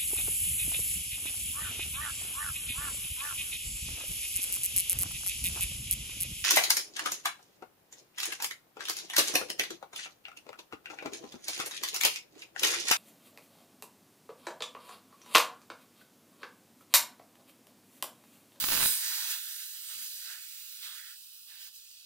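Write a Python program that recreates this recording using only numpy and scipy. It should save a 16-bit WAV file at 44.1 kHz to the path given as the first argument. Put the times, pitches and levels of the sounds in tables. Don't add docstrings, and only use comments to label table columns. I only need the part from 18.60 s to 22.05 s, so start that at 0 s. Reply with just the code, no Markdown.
import sys
import numpy as np
from scipy import signal
from scipy.io import wavfile
from scipy.ndimage import uniform_filter1d

SR = 44100
rng = np.random.default_rng(int(sys.argv[2]) if len(sys.argv) > 2 else 0)


def wrap_up_sound(samples):
    columns = np.atleast_2d(samples).T
    tamed = np.clip(columns, -1, 1)
    steps = np.round(tamed * 32767).astype(np.int16)
    wavfile.write(sys.argv[1], SR, steps)


def boost_factor(decibels):
    exponent = np.asarray(decibels, float) / 20
    return 10 ** exponent


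N = 152145
LEFT_LAG_S = 0.00097


def evened(x):
    return x / np.sqrt(np.mean(x ** 2) + 1e-20)


def read(points, hz):
    f, value = np.transpose(points)
    return np.interp(np.log(hz + 1), np.log(f + 1), value)


def bump(hz, centre, width):
    return np.exp(-(2 * (hz - centre) / width) ** 2)


def span(t, start, length, edge):
    return np.clip(np.minimum(t - start, start + length - t) / edge + .5, 0, 1)


def low(x, hz, order):
    return signal.sosfilt(signal.butter(order, hz, fs=SR, output="sos"), x)


def lag(hz):
    return -2 * np.pi * np.minimum(hz * LEFT_LAG_S, 1)


def pair(size, same, lead):
    frames, hz = 4 * N // size + 5, np.fft.rfftfreq(size, 1 / SR)
    t = np.arange(frames) * size / 4 / SR
    a, b, c, d = rng.standard_normal((4, len(hz), frames))
    alike = np.clip(same(hz), 0, 1)[:, None]
    right = a + 1j * b
    turned = right * np.exp(1j * lead(hz))[:, None]
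    left = alike * turned + np.sqrt(1 - alike ** 2) * (c + 1j * d)
    return hz, t, np.array([left, right])


def sound(z, size):
    return signal.istft(z, nperseg=size, noverlap=3 * size // 4)[1][:, :N]


def shop_floor():
    # (frequency [Hz], level per Hz [dB])
    room_colour = [(20, -30), (45, -6), (90, -11.5), (200, -12.5), (320, -15.5), (500, -18), (800, -15),
                   (1200, -19)]
    hz, t, z = pair(size=2048, same=lambda f: 0.82 + 0 * f, lead=lag)
    colour_db = read(room_colour, hz) - 20 * (hz > 1200)
    return boost_factor(-83.5) * evened(sound(z * boost_factor(colour_db)[:, None], size=2048))


def hums():
    # (frequency [Hz], level [dB])
    mains_tones = [(75.4, -93), (301.5, -98)]
    t = np.arange(N) / SR
    phase = np.array([[-1.6], [0]])
    swell = boost_factor(-78) * span(t, start=3.145, length=0.06, edge=0.045)
    short = swell * np.sin(2 * np.pi * 468 * t + phase)
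    return short + sum(boost_factor(db) * np.sqrt(2) * np.sin(2 * np.pi * f * t) for f, db in mains_tones)


def skin_rubs():
    # (start [s], length [s], level [dB])
    rub_strokes = [
        (0.237, 0.042, -59),
        (0.334, 0.266, -74),
        (0.675, 0.23, -84),
        (1.365, 0.11, -72.5),
        (1.497, 0.16, -84),
        (2.182, 0.16, -78),
        (2.94, 0.19, -89.5),
    ]
    t = np.arange(N) / SR
    catch_db = 3.5 * evened(uniform_filter1d(rng.standard_normal(N), size=400))
    grit = rng.standard_normal((2, N)) * boost_factor(catch_db)
    late = np.roll(grit[1], round(LEFT_LAG_S * SR))
    grit = np.array([late + .5 * grit[0], grit[1]])
    band = signal.butter(3, (71.6, 496), "band", fs=SR, output="sos")
    rub = evened(signal.sosfilt(band, grit))
    return rub * sum(boost_factor(db) * span(t, start, length, 0.06) for start, length, db in rub_strokes)


def walls(x):
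    t60_s, level_db = 0.22, -18
    size = 12000
    t = np.arange(size) / SR
    taps = rng.choice([-1., 1.], (2, size)) * (rng.random((2, size)) < .05)
    taps = taps * boost_factor(-60 * t / t60_s) * (t > .003)
    return x + boost_factor(level_db) * signal.oaconvolve(x, taps / np.linalg.norm(taps[0]), axes=1)[:, :N]


def gate(x):
    # (top of octave [Hz], level [dB])
    shut_octaves = [(670, -14), (1270, -18), (2400, -12)]
    # (start [s], length [s], top of octave [Hz])
    gate_openings = [
        (-.1, .42, 670),
        (.3, .45, 670),
        (-.1, .89, 1270),
        (1.29, .18, 1270),
        (1.69, .11, 1270),
        (2.22, .15, 1270),
        (-.1, 2.65, 1270),
        (2.86, .235, 1270),
        (-.1, 2.65, 2400),
        (2.885, .207, 2400),
    ]
    opening_lifts = [19.5, 1.5, 9.8, 4.6, 6.9, 9.3, 4.64, 12.6, 11.86, 11]
    hz, t, z = signal.stft(x, SR, nperseg=1024, noverlap=768)
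    tops = [top for top, db in shut_octaves]
    octave = {top: (hz < top) & (hz >= bottom) for bottom, top in zip([0] + tops, tops)}
    gain_db = sum(db * octave[top][:, None] for top, db in shut_octaves) + 0 * t
    for (start, length, top), db in zip(gate_openings, opening_lifts):
        gain_db = gain_db + db * np.outer(octave[top], span(t, start, length, edge=.03))
    null_db = np.outer([-29, 0], bump(hz, centre=2020, width=110))[:, :, None]
    return sound(z * boost_factor(uniform_filter1d(gain_db, size=3, axis=0) + null_db), size=1024)


def spike_shape():
    tip_s, snap_s, sag_s = .00003, .00022, 0.0027
    t = np.arange(-8, 600) / SR
    tip = np.exp(-(t / tip_s) ** 2 / 2)
    snap, sag = [(t > 3 * tip_s) * np.exp(-t / tau) for tau in (snap_s, sag_s)]
    return tip - (.42 * snap / snap.sum() + 0.23 * sag / sag.sum()) * tip.sum()


def overload():
    # (time [s], peak [dB])
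    left_spikes = [
        (.0962, -28),
        (.1173, -16.5),
        (.1229, -26),
        (.1339, -23),
        (.2236, -19),
        (.2392, -26),
        (.2486, -22),
        (.2538, -24),
    ]
    # (time [s], peak [dB])
    right_spikes = [(0.0271, -16.5), (0.0402, -15.0), (0.0411, -8.4), (0.045, -11.2), (0.0683, -17.5),
                    (0.0835, -16.6), (0.0863, -12.8), (0.0889, -10.5), (0.1033, -13.0), (0.1046, -17.5),
                    (0.1143, -15.9), (0.1179, -18.0), (0.1195, -13.7), (0.1209, -18.1), (0.1223, -8.7),
                    (0.1234, -18.0), (0.1255, -11.9), (0.1267, -18.8), (0.1295, -18.6), (0.1328, -8.9),
                    (0.1366, -13.9), (0.1401, -13.2), (0.1447, -11.2), (0.1514, -9.9), (0.1571, -12.3),
                    (0.1665, -16.7), (0.1683, -15.6), (0.1695, -16.0), (0.1761, -11.4), (0.1795, -14.4),
                    (0.1883, -15.4), (0.189, -18.9), (0.1911, -16.2), (0.1985, -18.6), (0.1995, -17.4),
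                    (0.2026, -18.1), (0.2046, -14.7), (0.2072, -9.9), (0.2082, -17.0), (0.2102, -19.0),
                    (0.2142, -12.0), (0.2156, -13.4), (0.2216, -14.7), (0.2247, -10.4), (0.2296, -10.0),
                    (0.2304, -17.5), (0.2311, -18.7), (0.2318, -16.4), (0.233, -18.8), (0.2388, -10.1),
                    (0.2429, -17.4), (0.2501, -18.3), (0.2542, -16.5), (0.2588, -9.8), (0.2601, -10.1),
                    (0.2608, -18.7)]
    crackle_per_s, crackle_end_s = 580, 0.346
    happens, size = rng.random((2, 2, N))
    live = np.clip((crackle_end_s - np.arange(N) / SR) / 0.07, 0, 1)
    crackle_db = -24 + np.array([[-11.], [0]])
    train = (happens < crackle_per_s / SR) * live * boost_factor(crackle_db) * size ** 2
    for side, rows in enumerate([left_spikes, right_spikes]):
        for s, db in rows:
            train[side, round(s * SR)] += boost_factor(db + .8)
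    near = signal.oaconvolve(train, spike_shape()[None])[:, 8:N + 8]
    dull = boost_factor(-0.5) * low(near, 414, order=1) + boost_factor(-41) * low(near, 740, order=2)
    return near + np.roll(dull[::-1], round(0.00057 * SR), axis=1)


def jet_colour(hz):
    # (frequency [Hz], level [dB])
    left_colour = [(100, -31), (500, -17.5), (1300, -12), (2600, -11), (4000, 1.5), (6500, -1), (13000, -4),
                   (15800, -4.5)]
    # (frequency [Hz], level [dB])
    right_colour = [(300, -19.5), (1300, -6), (2400, 1.5), (5000, -1.5), (6500, -0.5), (10000, -4),
                    (12500, 0.5), (15800, 4)]
    # (frequency [Hz], width [Hz], left level [dB], right level [dB])
    resonances = [(2204, 430, -2, -4), (3975, 880, -6, 6), (4800, 670, -5.5, 6.5), (7800, 1300, 0, 2.5),
                  (8570, 550, 2.5, 0.5), (1566, 140, -4.5, 3.5), (2456, 140, 6.5, -3),
                  (3560, 97, -6.5, 0.5), (1735, 150, -2.5, 0.5)]
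    colour = np.array([read(left_colour, hz), read(right_colour, hz)])
    for f, width, left_db, right_db in resonances:
        colour = colour + np.outer([left_db, right_db], bump(hz, f, width))
    return colour


def leak_pressure(hz, t):
    # (time [s], level [dB], lift of the thinnest fizz [dB])
    pressure_steps = [(0, -31, 4), (.07, -31.5, 4), (.13, -29, 5), (.19, -28.5, 4), (.27, -26.5, 6.5),
                      (.32, -29, 4.5), (0.391, -32.5, 3), (.74, -34, 1.5), (.8, -38, 1.5), (1.2, -41, 1),
                      (1.52, -40, 1), (1.58, -40.5, 0), (1.82, -43.5, 0.5), (2.2, -43.5, -1.5),
                      (2.53, -45, -1.5), (2.57, -48.5, 0), (3.1, -49.5, -1.5), (3.45, -48.5, -5.5)]
    s, level_db, fizz_db = np.transpose(pressure_steps)
    thin = 1 / (1 + (8100 / (hz + 1)) ** 10)[:, None]
    return np.interp(t, s, level_db) + thin * np.interp(t, s, fizz_db)


def finger_nudges(hz, t):
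    # (start [s], length [s])
    finger_crossings = [(.1, .16), (.41, .36), (.69, .05), (1.285, .075), (1.39, .08), (1.645, .145),
                        (1.69, .05), (2.22, .18), (2.4, .145), (2.875, .215), (3.0, .088), (3.147, .034),
                        (3.095, .04)]
    # (roar level [dB], hiss level [dB])
    crossing_lifts = [(3, 0), (3, 0), (1, 3), (3, 1), (1, 2), (4, 0), (2, 2), (5, 2), (2, 0), (6, 1),
                      (0, 3.5), (1.5, 6), (-1.5, -2.5)]
    roar = 1 / (1 + (hz / 4800) ** 6)[:, None]
    lift = 0
    for (start, length), (roar_db, hiss_db) in zip(finger_crossings, crossing_lifts):
        lift = lift + (roar * roar_db + (1 - roar) * hiss_db) * span(t, start, length, edge=.03)
    return lift


def passing_shades(hz, t):
    # (start [s], length [s], frequency [Hz], left level [dB], right level [dB])
    hiss_glows = [(0, 0.13, 15200, 8, 2), (0.204, 0.22, 8850, 4, 3), (0.206, 0.15, 10900, 4, 3),
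                  (.3, 0.62, 13200, -4, 1.5), (0.393, 0.45, 10300, -0.5, -3), (0.425, 0.3, 6400, 3, 3),
                  (0.775, 0.88, 14400, 1.5, 3), (.9, 0.93, 12500, -2, 2.5), (1.203, 0.12, 8650, 2, 4.5),
                  (1.403, 0.16, 15400, 8, -3), (1.55, 0.26, 9900, 1.5, -1), (1.8, 0.74, 15200, 3, 4.5),
                  (1.8, 0.35, 4800, -0.5, 1), (2.0, 0.45, 11900, 0, 3.5), (2.21, 0.1, 3750, 5.5, 2.5),
                  (2.2, 0.23, 8800, 2, 1), (2.553, 0.39, 14600, 5, 4.5), (2.644, 0.27, 6800, 0.5, -5),
                  (2.95, 0.42, 15200, 4, 4.5), (3.1, 0.41, 6530, -0.5, -1.5), (3.25, 0.2, 9800, 0, 0),
                  (1.3, 0.36, 6250, 2, 2), (2.4, 0.18, 6450, -1, -4.5), (1.6, 0.092, 4240, -1, 2)]
    # (start [s], length
    # [s], frequency [Hz], left level [dB], right level [dB])
    roar_shades = [(.2, 0.11, 3760, -3, 6), (.3, 0.66, 2760, 1.5, -3), (.33, 0.5, 566, -8, -0.5),
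                   (.45, 0.19, 1750, 3.5, 3.5), (.69, 0.11, 1630, 2, 2), (.78, 0.16, 765, 3, 6),
                   (.85, 0.49, 2380, -3, -4), (1.18, 0.11, 1700, -11, -5.5), (1.29, 0.14, 1250, -1, 3.5),
                   (1.33, 0.048, 1690, -11, -7), (1.46, .15, 1390, -9, -6.5), (1.46, 0.13, 2140, -3, -7),
                   (1.48, .2, 750, 5, 3.5), (1.69, 0.083, 1650, 5, 4.5), (1.86, 0.35, 1670, -7, -6.5),
                   (2.08, .13, 2070, -4, -4), (2.22, 0.11, 2700, 1, 2), (2.27, .27, 1310, 6, 5),
                   (2.3, 0.17, 3380, 2, 3), (2.38, 0.13, 1910, 4, 6.5), (2.54, .035, 1710, 8, 9),
                   (2.57, .29, 1350, 8, 3), (2.57, 0.27, 2650, -11, 0), (2.87, 0.18, 1300, -5, -7),
                   (3.1, 0.44, 1340, 8, 2.5), (3.1, .4, 2020, 3, 2), (3.1, .4, 2650, -7, 0),
                   (3.2, .3, 950, -11, -14)]
    shape = 0
    for rows, width_hz, edge_s in [(hiss_glows, 1700, .05), (roar_shades, 520, .035)]:
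        for start, length, f, left_db, right_db in rows:
            glow = np.outer(bump(hz, f, width_hz), span(t, start, length, edge_s))
            shape = shape + np.array([left_db, right_db])[:, None, None] * glow
    return shape


def turbulence(hz, t):
    patches, flicker = rng.standard_normal((2, len(hz), len(t)))
    patches = uniform_filter1d(uniform_filter1d(patches, size=4, axis=0), size=70, axis=1)
    flicker = uniform_filter1d(uniform_filter1d(flicker, size=60, axis=0), size=2, axis=1)
    swell = uniform_filter1d(rng.standard_normal(len(t)), size=16)
    return 1.3 * evened(patches) + 0.47 * evened(flicker) + .4 * evened(swell)


def jet():
    # (frequency [Hz], likeness [0-1])
    likeness = [(300, 0.62), (1400, 0.92), (2600, 0.84), (4000, 0.75), (6500, 0.78), (8500, 0.82),
                (12000, 0.58), (16000, 0.4)]
    # (frequency [Hz], phase [radians])
    left_lead = [(1950, 0.23), (2250, 1.96), (3300, 1.58), (5000, 4.63), (7500, 4.47), (8500, 5.4),
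                 (10500, 5.14), (16000, 11.6)]
    hz, t, z = pair(size=512, same=lambda f: read(likeness, f), lead=lambda f: read(left_lead, f) + lag(f))
    colour_db = jet_colour(hz)[:, :, None]
    changes_db = leak_pressure(hz, t) + finger_nudges(hz, t) + passing_shades(hz, t) + turbulence(hz, t)
    unit = np.sqrt(np.mean(sound(z * boost_factor(colour_db), size=512) ** 2))
    return sound(z * boost_factor(colour_db + changes_db), size=512) / unit


def scene():
    air = gate(walls(jet())) + shop_floor() + skin_rubs() + hums()
    side = (air[0] - air[1]) / 2
    side = signal.sosfiltfilt(signal.butter(2, 230, "high", fs=SR, output="sos"), side)
    return air.mean(0) + np.array([side, -side]) + overload()


def low_pass(x):
    return signal.sosfilt(signal.butter(12, 17080, fs=SR, output="sos"), x)


def record(dry):
    edge = signal.firwin(1023, 15800, window=("kaiser", 9), fs=SR)
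    mix = signal.oaconvolve(dry, edge[None], "same")
    return low_pass(mix)


dry = scene()
out = record(dry)
wrap_up_sound(out)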